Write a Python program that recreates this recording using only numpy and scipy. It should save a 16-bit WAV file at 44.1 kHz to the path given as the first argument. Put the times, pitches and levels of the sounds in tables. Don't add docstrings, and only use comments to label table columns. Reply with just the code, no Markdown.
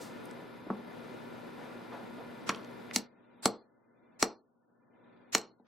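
import sys
import numpy as np
from scipy import signal
from scipy.io import wavfile
from scipy.ndimage import uniform_filter1d

SR = 44100
rng = np.random.default_rng(int(sys.argv[2]) if len(sys.argv) > 2 else 0)


def generate_wav(sig):
    pcm = np.round(np.clip(np.atleast_2d(sig).T, -1, 1) * 32767).astype(np.int16)
    wavfile.write(sys.argv[1], SR, pcm)


def nominal_scale(level):
    x = np.asarray(level, float) / 20
    return 10 ** x


N = 250204

# frequency in Hz, level in dB per Hz.
AIR_COLOUR = [(35, -73), (60, -38), (113, -13), (200, -7), (300, -5), (530, -10), (700, -13), (1470, -21),
              (2200, -29), (3500, -31), (4700, -36), (5500, -43), (11500, -46), (16000, -51)]
# frequency in Hz, width in Hz, level in dB.
DUCT_MODES = [(240, 20, -16), (520, 50, -13), (980, 70, -14), (1430, 90, -14), (1750, 80, -18),
              (2050, 110, -19), (2350, 100, -23), (3500, 150, -26)]
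# time in seconds, level in dB.
DRAUGHT_LEVEL = [(0, 1), (.3, 0.65), (.65, -3.5), (1.001, 0.45), (4.752, -2.38), (5.081, 2.5), (5.33, -3.3)]
# frequency in Hz, level in dB against the air.
HUM_LINES = [(120, -14), (239.5, -5.5)]
# frequency in Hz, left-right likeness from 0 to 1.
STEREO_LIKENESS = [(60, 0.29), (180, 0.21), (550, 0.06), (1650, 0.087), (4970, 1), (15000, 1)]
# frequency in Hz, left minus right in dB.
STEREO_LEAN = [(60, -0.5), (240, 2), (950, 2), (3770, 4), (15000, 9.5)]
# start in seconds, length in seconds, level in dB, centre in Hz.
SHUFFLE_EVENTS = [
    (0, 0.079, -49, 4850),
    (0.364, 0.062, -46.5, 400),
    (0.66, .02, -37.5, 230),
    (1.138, 0.045, -50, 200),
    (1.563, 0.18, -50, 930),
    (1.909, 0.092, -41, 614),
    (2.176, .05, -44, 484),
]
# frequency in Hz, level in dB, decay t60 in seconds.
ROOM_TAIL = [(151, -11.5, 0.34), (400, -11.5, 0.41), (1040, -14, 0.35), (2010, -17.5, 0.23),
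             (4243, -23, 0.42), (6040, -22.5, 0.24), (7240, -21.5, 0.15), (11000, -19.5, 0.18),
             (13500, -21.5, .11), (14800, -9.5, .17)]
# time in seconds, level in dB, centre in Hz.
TICKS = [(.255, -47.5, 7900), (0.311, -48.5, 6000), (.7553, -64, 2500), (2.4245, -65, 3000),
         (2.491, -23, 2960), (2.496, -17, 1650), (2.5025, -20.5, 1300), (2.5467, -34.5, 2190),
         (2.559, -47.5, 5000), (2.646, -46, 3430), (2.7153, -72, 4000), (2.9104, -32.5, 1700),
         (5.599, -67, 5100), (5.6712, -54, 3000)]
# time in seconds, lower block in dB, upper block in dB, pliers in dB,
# hardness in dB per octave over the plier modes.
THUMP_EVENTS = [
    (0.7017, -22, -28.5, -27.5, -18),
    (0.7071, -22.5, -40.5, -34, -22),
    (2.493, -23.5, -29.5, -18.5, -9.5),
    (2.9619, -23, -31, -41.5, 3.5),
    (3.4569, -17, -17.5, -17.5, -13),
    (4.2269, -20, -19.5, -19.5, 4),
    (5.35, -26.5, -24.5, -20.5, 5),
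    (5.598, -51.5, -57, -74, 7.5),
    (5.6715, -40, -49.5, -50, -12.5),
]
# frequency in Hz, level in dB, decay t60 in seconds.
BLOCK_MODES = [(209, -3.5, 0.064), (261, 0, 0.039), (425, 2, 0.026), (460, -6.5, 0.11), (628, 4.5, 0.0099),
               (885, 1, 0.021), (1116, 0.5, 0.022), (1378, 1.5, 0.016), (1800, -2, 0.011),
               (2295, -2.5, 0.014)]
BODY_OF_EACH_MODE = [0, 0, 1, 1, 1, 1, 2, 2, 2, 2]
# time in seconds, crack in dB, middle ring in dB, high ring in dB,
# side ring in dB.
HAMMER_BLOWS = [
    (2.4923, -29.5, -27, -37, -36),
    (2.9601, -16, -29, -20.5, -34.5),
    (3.4563, -17, -41, -16.5, -33),
    (4.226, -17.5, -17, -19, -37.5),
    (5.349, -17, -16.5, -26, -21),
    (5.3804, -32, -39, -37, -50.5),
    (5.414, -51, -52, -49, -53),
]
# frequency in Hz, level in dB per Hz.
CRACK_COLOUR = [(500, -26), (1500, -4), (3500, -2), (6000, 1), (8300, -8.5), (9500, -8.5), (12000, -15.5),
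                (16000, -22.5)]
# frequency in Hz, level in dB, decay t60 in seconds.
PUNCH_MODES = [(4228, 0, .03), (5716, 0, .022), (7690, 0, .022), (6740, 0, .028)]
# frequency in Hz, level in dB, decay t60 in seconds.
HEAD_MODES = [(4232, -36.5, 0.36), (5722, -38.5, 0.29), (7300, -41, 0.21), (6750, -33, .16)]
# start in seconds, depth in dB, fall in seconds, hold in seconds.
GAIN_DUCKS = [
    (2.996, 16, 0.1, 0.066),
    (3.458, 9.5, .18, 0.18),
    (4.226, 12, 0.2, .14),
    (5.351, 11, 0.24, 0.26),
]
# frequency in Hz, noise against the signal in dB, level in dB below which a line drops out.
CAMERA_GRAIN = [(200, -20, -125), (999, -14.5, -106), (1700, -12, -99), (2500, -9.5, -98),
                (6000, -11, -100), (9550, -4.5, -101), (16000, -6, -100)]

EDGES_HZ = 25 * 2 ** np.arange(0, 9.5, 1 / 3)
BANK = [signal.butter(2, pair, "band", fs=SR, output="sos") for pair in zip(EDGES_HZ, EDGES_HZ[1:])]
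WHINE_HZ, WHINE_DB, WHINE_PER_S = 11350, -29, 30
PLIERS_HZ = 1250
LOW_RING_DB = -4
CRACK_T60_S = 0.019
REST_DB, RECOVER_DB_PER_S = -47.5, 17.5
MIC_CUT_HZ, HISS_CUT_HZ = 110, 15900
HOP, FIRST_FRAME = 941, 345


def rms_one(x):
    return x / np.sqrt(np.mean(x ** 2) + 1e-20)


def at_hz(points, hz, axis=1):
    points = np.array(points)
    return np.interp(np.log(hz), np.log(points[:, 0]), points[:, axis])


def drift(rate):
    r = np.exp(-80 * np.pi * rate / SR)
    slow = signal.lfilter([1], [1, -2 * r, r * r], rng.standard_normal(N // 40 + 2002))[2000:]
    return np.interp(np.arange(N) / 40, np.arange(len(slow)), rms_one(slow))


def ring(clicks, hz, t60):
    r, w = nominal_scale(-60 / (t60 * SR)), 2 * np.pi * hz / SR
    return signal.lfilter([0, np.sin(w)], [1, -2 * r * np.cos(w), r * r], clicks + 1e-18)


def bands(length):
    white = rng.standard_normal((2, 2, length))
    for k, sos in enumerate(BANK):
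        yield np.sqrt(EDGES_HZ[k] * EDGES_HZ[k + 1]), signal.sosfilt(sos, white[k % 2])


def hump(hz, slope_db):
    return [(hz / 16, -3.5 * slope_db), (hz / 1.4, 0), (hz * 1.4, 0),
            (hz * 16, -3.5 * slope_db), (hz * 64, -6 * slope_db)]


def gain_db(s):
    points = [(0, REST_DB), (GAIN_DUCKS[0][0], REST_DB)]
    ends = [row[0] for row in GAIN_DUCKS[1:]] + [N / SR + 1]
    for (start, depth_db, fall, hold), end in zip(GAIN_DUCKS, ends):
        low_db = points[-1][1] - depth_db
        free = start + fall + max(hold, .001)
        back_db = min(low_db + RECOVER_DB_PER_S * (end - free), REST_DB)
        points += [(start + fall, low_db), (free, low_db), (end, back_db)]
    return np.interp(s, *np.transpose(points))


def burst(times, levels_db, spectrum, envelope):
    out = np.zeros(N + len(envelope))
    for s, level_db in zip(times, levels_db):
        noise = sum(nominal_scale(at_hz(spectrum, hz)) * mid for hz, (mid, side) in bands(len(envelope)))
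        i = int(s * SR)
        out[i:i + len(envelope)] += nominal_scale(level_db - gain_db(s)) * rms_one(noise) * envelope
    return out[:N]


def strike(times, levels_db, modes, spread_db):
    at = np.minimum((np.asarray(times) * SR).astype(int), N - 1)
    chance = rng.standard_normal((len(at), len(modes)))
    levels_db = np.transpose(levels_db - gain_db(times)).reshape(len(at), -1)
    levels_db = np.broadcast_to(levels_db, chance.shape)
    out = np.zeros(N)
    for k, (hz, mode_db, t60) in enumerate(modes):
        clicks = np.zeros(N)
        clicks[at] = nominal_scale(levels_db[:, k] + mode_db + spread_db * chance[:, k]) * (-1) ** k
        out += ring(clicks, hz, t60)
    return out


def air(draught_db, patchy_db):
    out, together = 0, drift(10.0)
    for hz, (mid, side) in bands(N):
        alike = np.clip(at_hz(STEREO_LIKENESS, hz), 0, 1)
        lean_db = at_hz(STEREO_LEAN, hz) / 2
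        gain = nominal_scale(at_hz(AIR_COLOUR, hz) + patchy_db * (.5 * together + drift(41.0)))
        stereo = np.sqrt(1 + alike) * mid + np.sqrt(1 - alike) * side * [[1], [-1]]
        out = out + gain * stereo * nominal_scale([[lean_db], [-lean_db]])
    out = rms_one(out)
    white = rng.standard_normal(N)
    for hz, width, level_db in DUCT_MODES:
        out += nominal_scale(level_db) * rms_one(ring(white, hz, np.log(1000) / np.pi / width))
    out = out * nominal_scale(draught_db)
    t = np.arange(N) / SR
    for hz, level_db in HUM_LINES:
        out += nominal_scale(level_db + 0.5 * drift(9.0)) * np.sin(2 * np.pi * hz * t + hz)
    throb = np.clip(np.sin(2 * np.pi * WHINE_PER_S * t) + 0.91, 0, 1)
    return out + nominal_scale(WHINE_DB) * throb * np.sin(2 * np.pi * WHINE_HZ * t)


def shuffles():
    out = 0
    for s, length, level_db, hz in SHUFFLE_EVENTS:
        t = np.arange(int(3 * length * SR)) / SR / length
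        envelope = np.minimum(4 * t, 1) * np.exp(-1.5 * t)
        out = out + burst([s], [level_db], hump(hz, slope_db=13), envelope)
    return out


def room(x):
    t, tail = np.arange(SR // 2) / SR, 0
    for hz, (mid, side) in bands(len(t)):
        decay = nominal_scale(at_hz(ROOM_TAIL, hz) - 60 * t / at_hz(ROOM_TAIL, hz, axis=2))
        tail = tail + decay * (mid + 0.23 * side * [[1], [-1]])
    onset = np.clip((t - .004) / 0.0015, 0, 1)
    return signal.fftconvolve(x[None], tail * onset / np.sqrt(SR * 0.004), axes=1)[:, :N]


def touches():
    t = np.arange(600) / SR
    envelope = nominal_scale(-60 * t / .014) * np.sin(np.pi / 2 * np.minimum(t / .0008, 1)) ** 2
    return sum(burst([s], [level_db], hump(hz, slope_db=21), envelope) for s, level_db, hz in TICKS)


def thumps():
    s, *bodies_db, hardness = np.transpose(THUMP_EVENTS)
    octaves = np.maximum(np.log2(np.array(BLOCK_MODES)[:, :1] / PLIERS_HZ), 0)
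    levels_db = np.array(bodies_db)[BODY_OF_EACH_MODE] + octaves * hardness
    thump = strike(s, levels_db, BLOCK_MODES, spread_db=1)
    return signal.lfilter([.45], [1, -.55], thump)


def hammer_on_punch():
    s, crack_db, *rings_db = np.transpose(HAMMER_BLOWS)
    low_db = np.maximum(*rings_db[:2]) + LOW_RING_DB
    rings_db = np.array([low_db] + rings_db)
    crack = burst(s, crack_db, CRACK_COLOUR, nominal_scale(-60 * np.arange(1000) / SR / CRACK_T60_S))
    punch = strike(s, rings_db, PUNCH_MODES, spread_db=0)
    head = strike(s, rings_db, HEAD_MODES, spread_db=2)
    return crack + punch + head


def scene():
    draught_db = np.interp(np.arange(N) / SR, *np.transpose(DRAUGHT_LEVEL))
    background = air(draught_db, patchy_db=.7)
    hits = shuffles() + touches() + thumps() + hammer_on_punch()
    return hits * nominal_scale([[.2], [-.2]]) + room(hits) + background


def camera_grain(x):
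    window = np.sin(np.pi * (np.arange(2 * HOP) + .5) / (2 * HOP))
    padded = np.pad(x, [(0, 0), (HOP - FIRST_FRAME, 0)])
    hz, _, lines = signal.stft(padded, SR, window, 2 * HOP, HOP)
    hz, power = np.maximum(hz, 20)[:, None], np.abs(lines) ** 2
    step = nominal_scale(at_hz(CAMERA_GRAIN, hz)) * np.sqrt(uniform_filter1d(power, size=41, axis=1))
    floor = nominal_scale(at_hz(CAMERA_GRAIN, hz, axis=2))
    kept = np.sqrt(uniform_filter1d(power, size=3, axis=1)) > floor
    noise = rng.standard_normal(lines.shape) + 1j * rng.standard_normal(lines.shape)
    lines = (lines + step * noise) * kept * (hz < HISS_CUT_HZ)
    return signal.istft(lines, SR, window, 2 * HOP, HOP)[1][:, HOP - FIRST_FRAME:][:, :N]


def band_limit(x):
    return signal.sosfilt(signal.butter(12, 16640, fs=SR, output="sos"), x)


def record(dry):
    low_cut = signal.butter(4, MIC_CUT_HZ, "high", fs=SR, output="sos")
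    levelled = signal.sosfilt(low_cut, dry) * nominal_scale(gain_db(np.arange(N) / SR))
    mix = camera_grain(levelled)
    return band_limit(mix)


dry = scene()
out = record(dry)
generate_wav(out)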